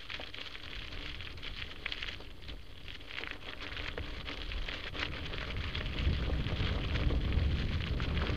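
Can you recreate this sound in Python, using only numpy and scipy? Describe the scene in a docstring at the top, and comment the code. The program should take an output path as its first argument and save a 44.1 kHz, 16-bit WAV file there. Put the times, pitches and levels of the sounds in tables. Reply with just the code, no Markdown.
"""A bicycle rolls towards a gravel track, heard from a camera on the rider. First gritty ice: grains crack
under the tyres in clusters, stones pop, the tread drums, bumps ring the hollow body. After 2 s smooth
ice quiets the crunch and a far bird whistles four notes. From 3 s the crunch returns, coarser; a low
gust passes at 4.5 s as grit gives way to crusted snow. From 6 s wind buffets the microphone hard."""
import sys
import numpy as np
from scipy import signal
from scipy.fft import rfft, irfft
from scipy.io import wavfile
from scipy.ndimage import uniform_filter1d

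SR = 44100
rng = np.random.default_rng(int(sys.argv[2]) if len(sys.argv) > 2 else 0)


def wav_out(sig):
    """Save sig, one row per channel (or a flat mono array), as 16-bit PCM at SR to the path in sys.argv[1]."""
    wavfile.write(sys.argv[1], SR, np.round(np.clip(np.atleast_2d(sig).T, -1, 1) * 32767).astype(np.int16))


N = 368674
T = np.arange(N) / SR

# Far bird's notes. Each row: start in seconds, peak in dB.
BIRD_NOTES = [(2.175, -61), (2.395, -65), (2.61, -65), (2.82, -64)]
# Wind on the microphone. Each row: time in seconds, relative level in dB.
WIND_DB = [(0, -55), (.15, -46.5), (.4, -52.5), (.75, -44), (1.5, -44), (2.5, -46), (3.2, -50.5),
           (3.8, -43.5), (4.35, -43), (4.8, -45.5), (5.0, -41.5), (5.45, -40), (6.0, -31.5), (6.5, -32),
           (7.4, -28.5), (7.85, -32), (8.36, -31)]
# Eddies on top of the wind. Each row: middle in seconds, length in seconds, rise in dB.
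EDDIES = [(2.12, 0.063, 2.5), (2.51, 0.079, 3.5), (2.88, .07, 5), (4.01, .06, 5), (4.21, 0.098, 3.5),
          (5.11, .05, 3.5), (6.09, 0.085, 4), (6.4, 0.045, 6.5), (7.02, 0.038, 1), (7.45, 0.051, 0.5),
          (8.0, .12, 2.5)]
# Light wind spectrum. Each row: frequency in Hz, gain in dB.
BREEZE_EQ = [(8, -30.5), (22, 4), (45, 1), (80, -3), (120, -9), (200, -18.5), (400, -21.5), (1500, -75)]
# Strong wind spectrum. Each row: frequency in Hz, gain in dB.
BUFFET_EQ = [(8, -17), (25, -4), (48, -2), (72, 3.5), (105, -4.5), (160, -8.5), (260, -17), (450, -23.5),
             (800, -38.5), (3000, -97)]
# Knocks on the bike. Each row: start in seconds, thud peak in dB.
BUMPS = [(0.195, -32.5), (0.966, -45), (2.201, -36.5), (3.618, -47), (3.974, -31), (4.289, -35),
         (5.022, -41), (5.134, -42), (5.336, -39), (5.807, -34), (6.294, -31), (7.014, -31), (7.102, -28.5),
         (7.135, -34), (8.234, -30.5)]
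# Modes of the bike's body. Each row: frequency in Hz, gain in dB, T60 in seconds.
BODY_MODES = [(285.6, 5.5, .11), (299.7, 6.5, 0.21), (430, -18, 0.07), (476, -21, .07), (552, -6.5, 0.065),
              (614.5, -5, 0.23), (748, -5.5, 0.11), (896, -9, 0.11)]
# Tyre drumming spectrum. Each row: frequency in Hz, gain in dB.
TYRE_EQ = [(120, -26), (230, -6.5), (290, 5), (350, 4), (450, 3.5), (600, -2.5), (820, -13), (1200, -4.5),
           (2500, -45.5), (7000, -58)]
# Rolling noise. Each row: time in seconds, relative level in dB.
ROLL_DB = [(0, -59.5), (.25, -54), (1.4, -58), (2.1, -54), (2.65, -61.5), (3.7, -49), (4.4, -52),
           (5.0, -48.5), (5.9, -51.5), (6.2, -47), (6.95, -43), (7.75, -51), (8.3, -42.5)]
# Crunch of grit, smooth ice, then crusted snow. Each row: time in seconds, level in dB.
GROUND_DB = [(0, -46), (1.2, -50), (1.75, -46.5), (2.1, -47.5), (2.3, -58), (2.65, -61.5), (3.0, -53.5),
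             (3.2, -47.5), (3.55, -53.5), (3.8, -47), (4.15, -47.5), (4.4, -45.5), (5.3, -46), (6.2, -45.5),
             (6.7, -46), (7.3, -47), (7.85, -48.5), (8.36, -42.5)]
# Crust caving in. Each row: middle in seconds, length in seconds, rise in dB.
CRUSHES = [(.15, .1, 2), (.43, 0.024, 2), (1.097, 0.11, 5), (1.65, 0.09, 0.5), (1.93, .025, 6),
           (2.03, 0.021, 6), (2.093, 0.031, 7), (2.205, 0.018, 5), (2.5, .06, 10.5), (2.9, 0.042, 9.5),
           (3.19, 0.047, 1.5), (3.495, .04, 9), (3.625, .025, 8), (3.89, 0.029, 7), (4.286, 0.079, 4.5),
           (4.758, 0.068, 8), (4.98, 0.048, 7), (5.03, .04, 6.5), (5.26, 0.027, 6.5), (6.04, 0.02, 5.5),
           (6.684, .13, 6), (6.96, 0.027, 10.5), (7.61, 0.092, 6.5)]
# Slick spots. Each row: middle in seconds, length in seconds, drop in dB.
SLICKS = [(0.079, 0.024, 10), (0.317, 0.042, 8.5), (1.185, .03, 5), (1.358, 0.033, 8), (1.758, 0.041, 11),
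          (2.83, 0.024, 3), (3.0, .06, 5), (3.386, 0.028, 10), (3.924, 0.047, 8), (4.01, 0.033, 6),
          (4.242, 0.024, 18), (4.648, 0.038, 8), (4.914, 0.041, 12.5), (5.108, .03, 7), (5.315, 0.02, 2),
          (5.55, 0.021, 7.5), (7.2, 0.023, 6), (7.96, 0.017, 15)]
# Share of coarse crust and gravel. Each row: time in seconds, relative weight in dB.
COARSE_DB = [(0, -3.5), (.8, -5), (1.6, -4.5), (2.3, -5), (2.9, -6), (3.25, 0), (3.9, 1.5), (4.4, -3),
             (5.05, 0), (6.3, -0.5), (7.7, -1), (8.3, 3)]
# Larger stones and ice chips. Each row: time in seconds, relative peak in dB, pitch in Hz.
STONES = [(0.1187, -22, 2980), (0.4163, -24, 2950), (0.8829, -27, 2880), (1.0614, -25, 2910),
          (1.2064, -26, 3140), (1.2732, -26, 2160), (1.588, -27, 3040), (1.6235, -22, 2910),
          (1.861, -16, 2320), (1.9231, -17, 3900), (2.0287, -19, 2910), (2.0433, -26, 1860),
          (2.0892, -25, 3080), (2.1469, -27, 3020), (2.439, -35, 3500), (2.7791, -35, 3500),
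          (2.883, -28, 3130), (2.905, -26, 3170), (3.1105, -26, 2210), (3.1395, -27, 2390),
          (3.1713, -26, 2270), (3.186, -20, 2090), (3.2365, -20, 2390), (3.274, -22, 1860),
          (3.3114, -21, 2230), (3.5343, -26, 2150), (3.6667, -25, 2420), (3.7995, -23, 2720),
          (3.8858, -23, 2830), (3.9779, -26, 1880), (4.2881, -22, 3020), (4.5183, -23, 2800),
          (4.9657, -27, 3410), (5.0318, -19, 2050), (5.3387, -24, 3250), (5.3831, -22, 2870),
          (5.5661, -28, 2240), (5.8106, -24, 1980), (5.8595, -26, 3260), (6.4668, -24, 2850),
          (6.9598, -24, 2770), (7.0351, -25, 2360), (7.3253, -23, 2400), (7.8402, -22, 2580),
          (8.0025, -24, 1400), (8.1749, -20.5, 2840), (8.218, -25, 1300), (8.2699, -22, 2920)]
# Response of the camera's case. Each row: frequency in Hz, gain in dB.
CASE_EQ = [(300, -10.5), (850, -9), (1150, -3.5), (2000, 3), (2700, 3.5), (3350, 7), (3650, -0.5),
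           (4050, 0.5), (4700, -4.5), (5650, -16), (6300, -15), (7200, -21.5), (8000, -25), (15000, -50)]
# Camera hiss spectrum. Each row: frequency in Hz, gain in dB.
HISS_EQ = [(100, 6.5), (7500, -2.5), (8350, -4.5), (8600, 3.5), (8850, -2.5), (15000, -4)]


def undb(db):
    """Decibels to gain."""
    return 10 ** (np.asarray(db) / 20)


def unit(x):
    """Scale to rms 1."""
    return x / np.sqrt(np.mean(x ** 2))


def curve(table):
    """Rows of time and value, joined linearly."""
    return np.interp(T, *np.transpose(table))


def hump(middle_s, length_s):
    """Bell curve; length_s is the width at half height."""
    return np.exp2(-(2 * (T - middle_s) / length_s) ** 2)


def swells(table):
    """Sum of humps in dB."""
    return sum(db * hump(middle_s, length_s) for middle_s, length_s, db in table)


def walk(knots_per_s):
    """Random wander, rms 1."""
    knots = rng.standard_normal(6000)
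    return unit(np.interp(T * knots_per_s, np.arange(len(knots)), knots))


def colour(x, eq, size=4096):
    """Minimum-phase filter with response eq."""
    hz, db = np.transpose(eq)
    bins_hz = np.maximum(np.arange(size // 2 + 1) * SR / size, 1)
    gain = undb(np.interp(np.log(bins_hz), np.log(hz), db))
    cepstrum = irfft(np.log(gain))
    cepstrum[1:size // 2] *= 2
    cepstrum[size // 2 + 1:] = 0
    return signal.fftconvolve(x, irfft(np.exp(rfft(cepstrum))))[:len(x)]


def ring(x, hz, t60_s):
    """One damped mode; a unit click rings with amplitude 1."""
    r, w = np.exp(-np.log(1000) / (t60_s * SR)), 2 * np.pi * hz / SR
    return signal.lfilter([0, r * np.sin(w)], [1, -2 * r * np.cos(w), r * r], x + 1e-18)


def add(out, start_s, x):
    """Mix x into out."""
    i = max(int(start_s * SR), 0)
    out[i:i + len(x)] += x[:len(out) - i]


def clicks(per_s, spread_db, limit):
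    """Random clicks of either sign; level is spread_db times an exponential draw capped at limit."""
    chance = rng.random(N) * SR / per_s
    at = np.flatnonzero(chance < 1)
    out = np.zeros(N)
    out[at] = undb(spread_db * np.minimum(-np.log(chance[at]), limit)) * (-1.) ** at
    return out


def bird(size=3000):
    """Short whistles slide down and level off; pitch jitter stands for blurring by trees."""
    out, progress = np.zeros(N), np.arange(size) / size
    for start_s, db in BIRD_NOTES:
        hz = 4500 + 650 * np.exp(-progress / .33) + 120 * walk(600)[:size]
        whistle = np.sin(2 * np.pi * np.cumsum(hz) / SR)
        add(out, start_s, undb(db) * np.sin(np.pi * progress) * whistle)
    return out


def gust():
    """One slow, low eddy flaps past the microphone."""
    flap = unit(ring(rng.standard_normal(N), hz=39.3, t60_s=0.14))
    return flap * undb(-36) * hump(middle_s=4.54, length_s=0.19)


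def wind():
    """Soft rumble turns to brighter, choppy buffeting as the air speeds up."""
    db = curve(WIND_DB) + swells(EDDIES)
    rough = np.clip((db + 45) / 9, .02, 1)
    breeze = unit(colour(rng.standard_normal(N), BREEZE_EQ))
    buffet = unit(colour(rng.standard_normal(N) * undb(1.46 * walk(28)), BUFFET_EQ))
    return undb(db - 2) * (np.sqrt(1 - rough) * breeze + np.sqrt(rough) * buffet)


def body(force):
    """The bike's hollow ring."""
    return sum(undb(db) * ring(force, hz, t60_s) for hz, db, t60_s in BODY_MODES)


def bumps(size=12000, decay_s=0.0079):
    """Short rattling blows thud and ring the body."""
    out, t = np.zeros(N), np.arange(size) / SR
    for start_s, db in BUMPS:
        force = 0.68 * rng.standard_normal(size) * np.exp(-t / decay_s)
        force[0] = 1
        thud, tone = colour(force, TYRE_EQ), body(force)
        knock = thud / np.abs(thud).max() + 0.53 * tone / np.abs(tone).max()
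        add(out, start_s + 0.001915, undb(db) * knock)
    return out


def tread_load_db():
    """Crunch level: uneven ground sets it, caving crust lifts it, slick spots drop it."""
    return curve(GROUND_DB) + swells(CRUSHES) - swells(SLICKS) + 1.72 * walk(45)


def rolling(load_db):
    """The tread drums on rough crust and rings the body, harder where the crust gives way."""
    jolt_db = 0.51 * (load_db - uniform_filter1d(load_db, size=16000))
    road = clicks(per_s=1800, spread_db=5.5, limit=4.37) * undb(2.04 * walk(22) + jolt_db)
    drum = unit(colour(road, TYRE_EQ)) + undb(-0.5) * unit(body(road))
    return drum * undb(curve(ROLL_DB) - 2)


def swish(load_db, usual_db=-47.5):
    """Wet crystals fizz under the tread, steadier than the crunch."""
    fizz = colour(rng.standard_normal(N), [(800, 6), (2500, -3), (4400, 1.5), (7000, -4), (15000, -5)])
    return unit(colour(fizz, CASE_EQ)) * undb(.5 * (load_db - usual_db) - 58)


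def chip(force, hz, cycles, crack):
    """A chip of ice or grit swells within a cycle and fades; its broad crack rides on top."""
    tone = ring(force, hz, cycles / hz)
    return ring(tone, hz, cycles / hz) * hz / SR + crack * tone


def stray_stones(load_db, count=28, centre_hz=2760, spread_octaves=0.2):
    """Small stones at random times, louder under more load; rows as in STONES."""
    at, scatter = rng.integers(N, size=count), rng.standard_normal((count, 2))
    db = load_db[at] + 21.5 + 0.4 * scatter[:, 0]
    hz = centre_hz * 2 ** (spread_octaves * scatter[:, 1])
    return list(zip(T[at], db, hz))


def stone_pops(load_db, size=2048, crumb_decay_s=0.0042):
    """Each stone snaps out from under the tread, rings briefly and scatters crumbs."""
    out, t = np.zeros(N), np.arange(size) / SR
    blow = signal.unit_impulse(size)
    for time_s, db, hz in STONES + stray_stones(load_db):
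        noise, chance = rng.standard_normal((2, size)), rng.random((2, size))
        crumbs = 0.29 * np.tanh(noise) * (chance < .028) * np.exp(-t / crumb_decay_s)
        stone = chip(blow + crumbs[0], hz, cycles=2.94, crack=0.0037)
        low_mode = 0.064 * chip(blow, 0.54 * hz, cycles=2.16, crack=0.015)
        debris = chip(crumbs[1], 1.06 * hz, cycles=3.26, crack=0.013)
        snap = colour(stone + low_mode + debris, CASE_EQ)
        add(out, time_s - .0002, snap / np.abs(snap).max() * undb(db - 0.5))
    return out


def crunch(load_db, usual_db=-47.5, slab_decay_s=0.0048):
    """Grains crack in clusters; coarse ones ring low, fine ones high."""
    coarse_db, grains = curve(COARSE_DB) + 0.5, 0
    density = undb(.6 * (load_db - usual_db))  # a harder crush breaks more grains
    for hz in np.geomspace(1000, 7000, num=22):
        breaks = clicks(per_s=190 * density, spread_db=2.5, limit=3.58)
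        band = unit(chip(breaks, hz, cycles=6.9, crack=0.018))
        coarseness = np.clip(np.log2(2800 / hz), -.2, 1)
        patch_db = 2.6 * walk(32)
        grains = grains + band * undb(coarseness * coarse_db + patch_db)
    # Crust fails in small slabs, each a decaying burst of grains.
    collapses = np.abs(clicks(per_s=120, spread_db=-1.5, limit=3.4))
    slabs = signal.lfilter([1], [1, -np.exp(-1 / (slab_decay_s * SR))], collapses)
    grittiness = np.interp(T, [4.0, 6.0], [1, .8])  # snow crushes more evenly than grit
    clusters = grains * (0.59 + unit(slabs)) ** grittiness / np.sqrt(density)
    return unit(colour(clusters, CASE_EQ)) * undb(load_db)


def scene():
    """Tyres, bike, wind and bird at one microphone."""
    load_db = tread_load_db()
    tyres = crunch(load_db) + swish(load_db) + stone_pops(load_db) + rolling(load_db)
    return (tyres + bumps() + wind() + gust() + bird())[None]


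def record(dry):
    """The camera adds faint hiss, cuts the top and rests slightly off zero."""
    cutoff_hz, dc_offset = 15350, -.0039
    hiss = undb(-72.5) * unit(colour(rng.standard_normal(N), HISS_EQ))
    lowpass = signal.ellip(10, .2, 70, cutoff_hz, fs=SR, output="sos")
    return dc_offset + signal.sosfilt(lowpass, dry + hiss)


dry = scene()
out = record(dry)
wav_out(out)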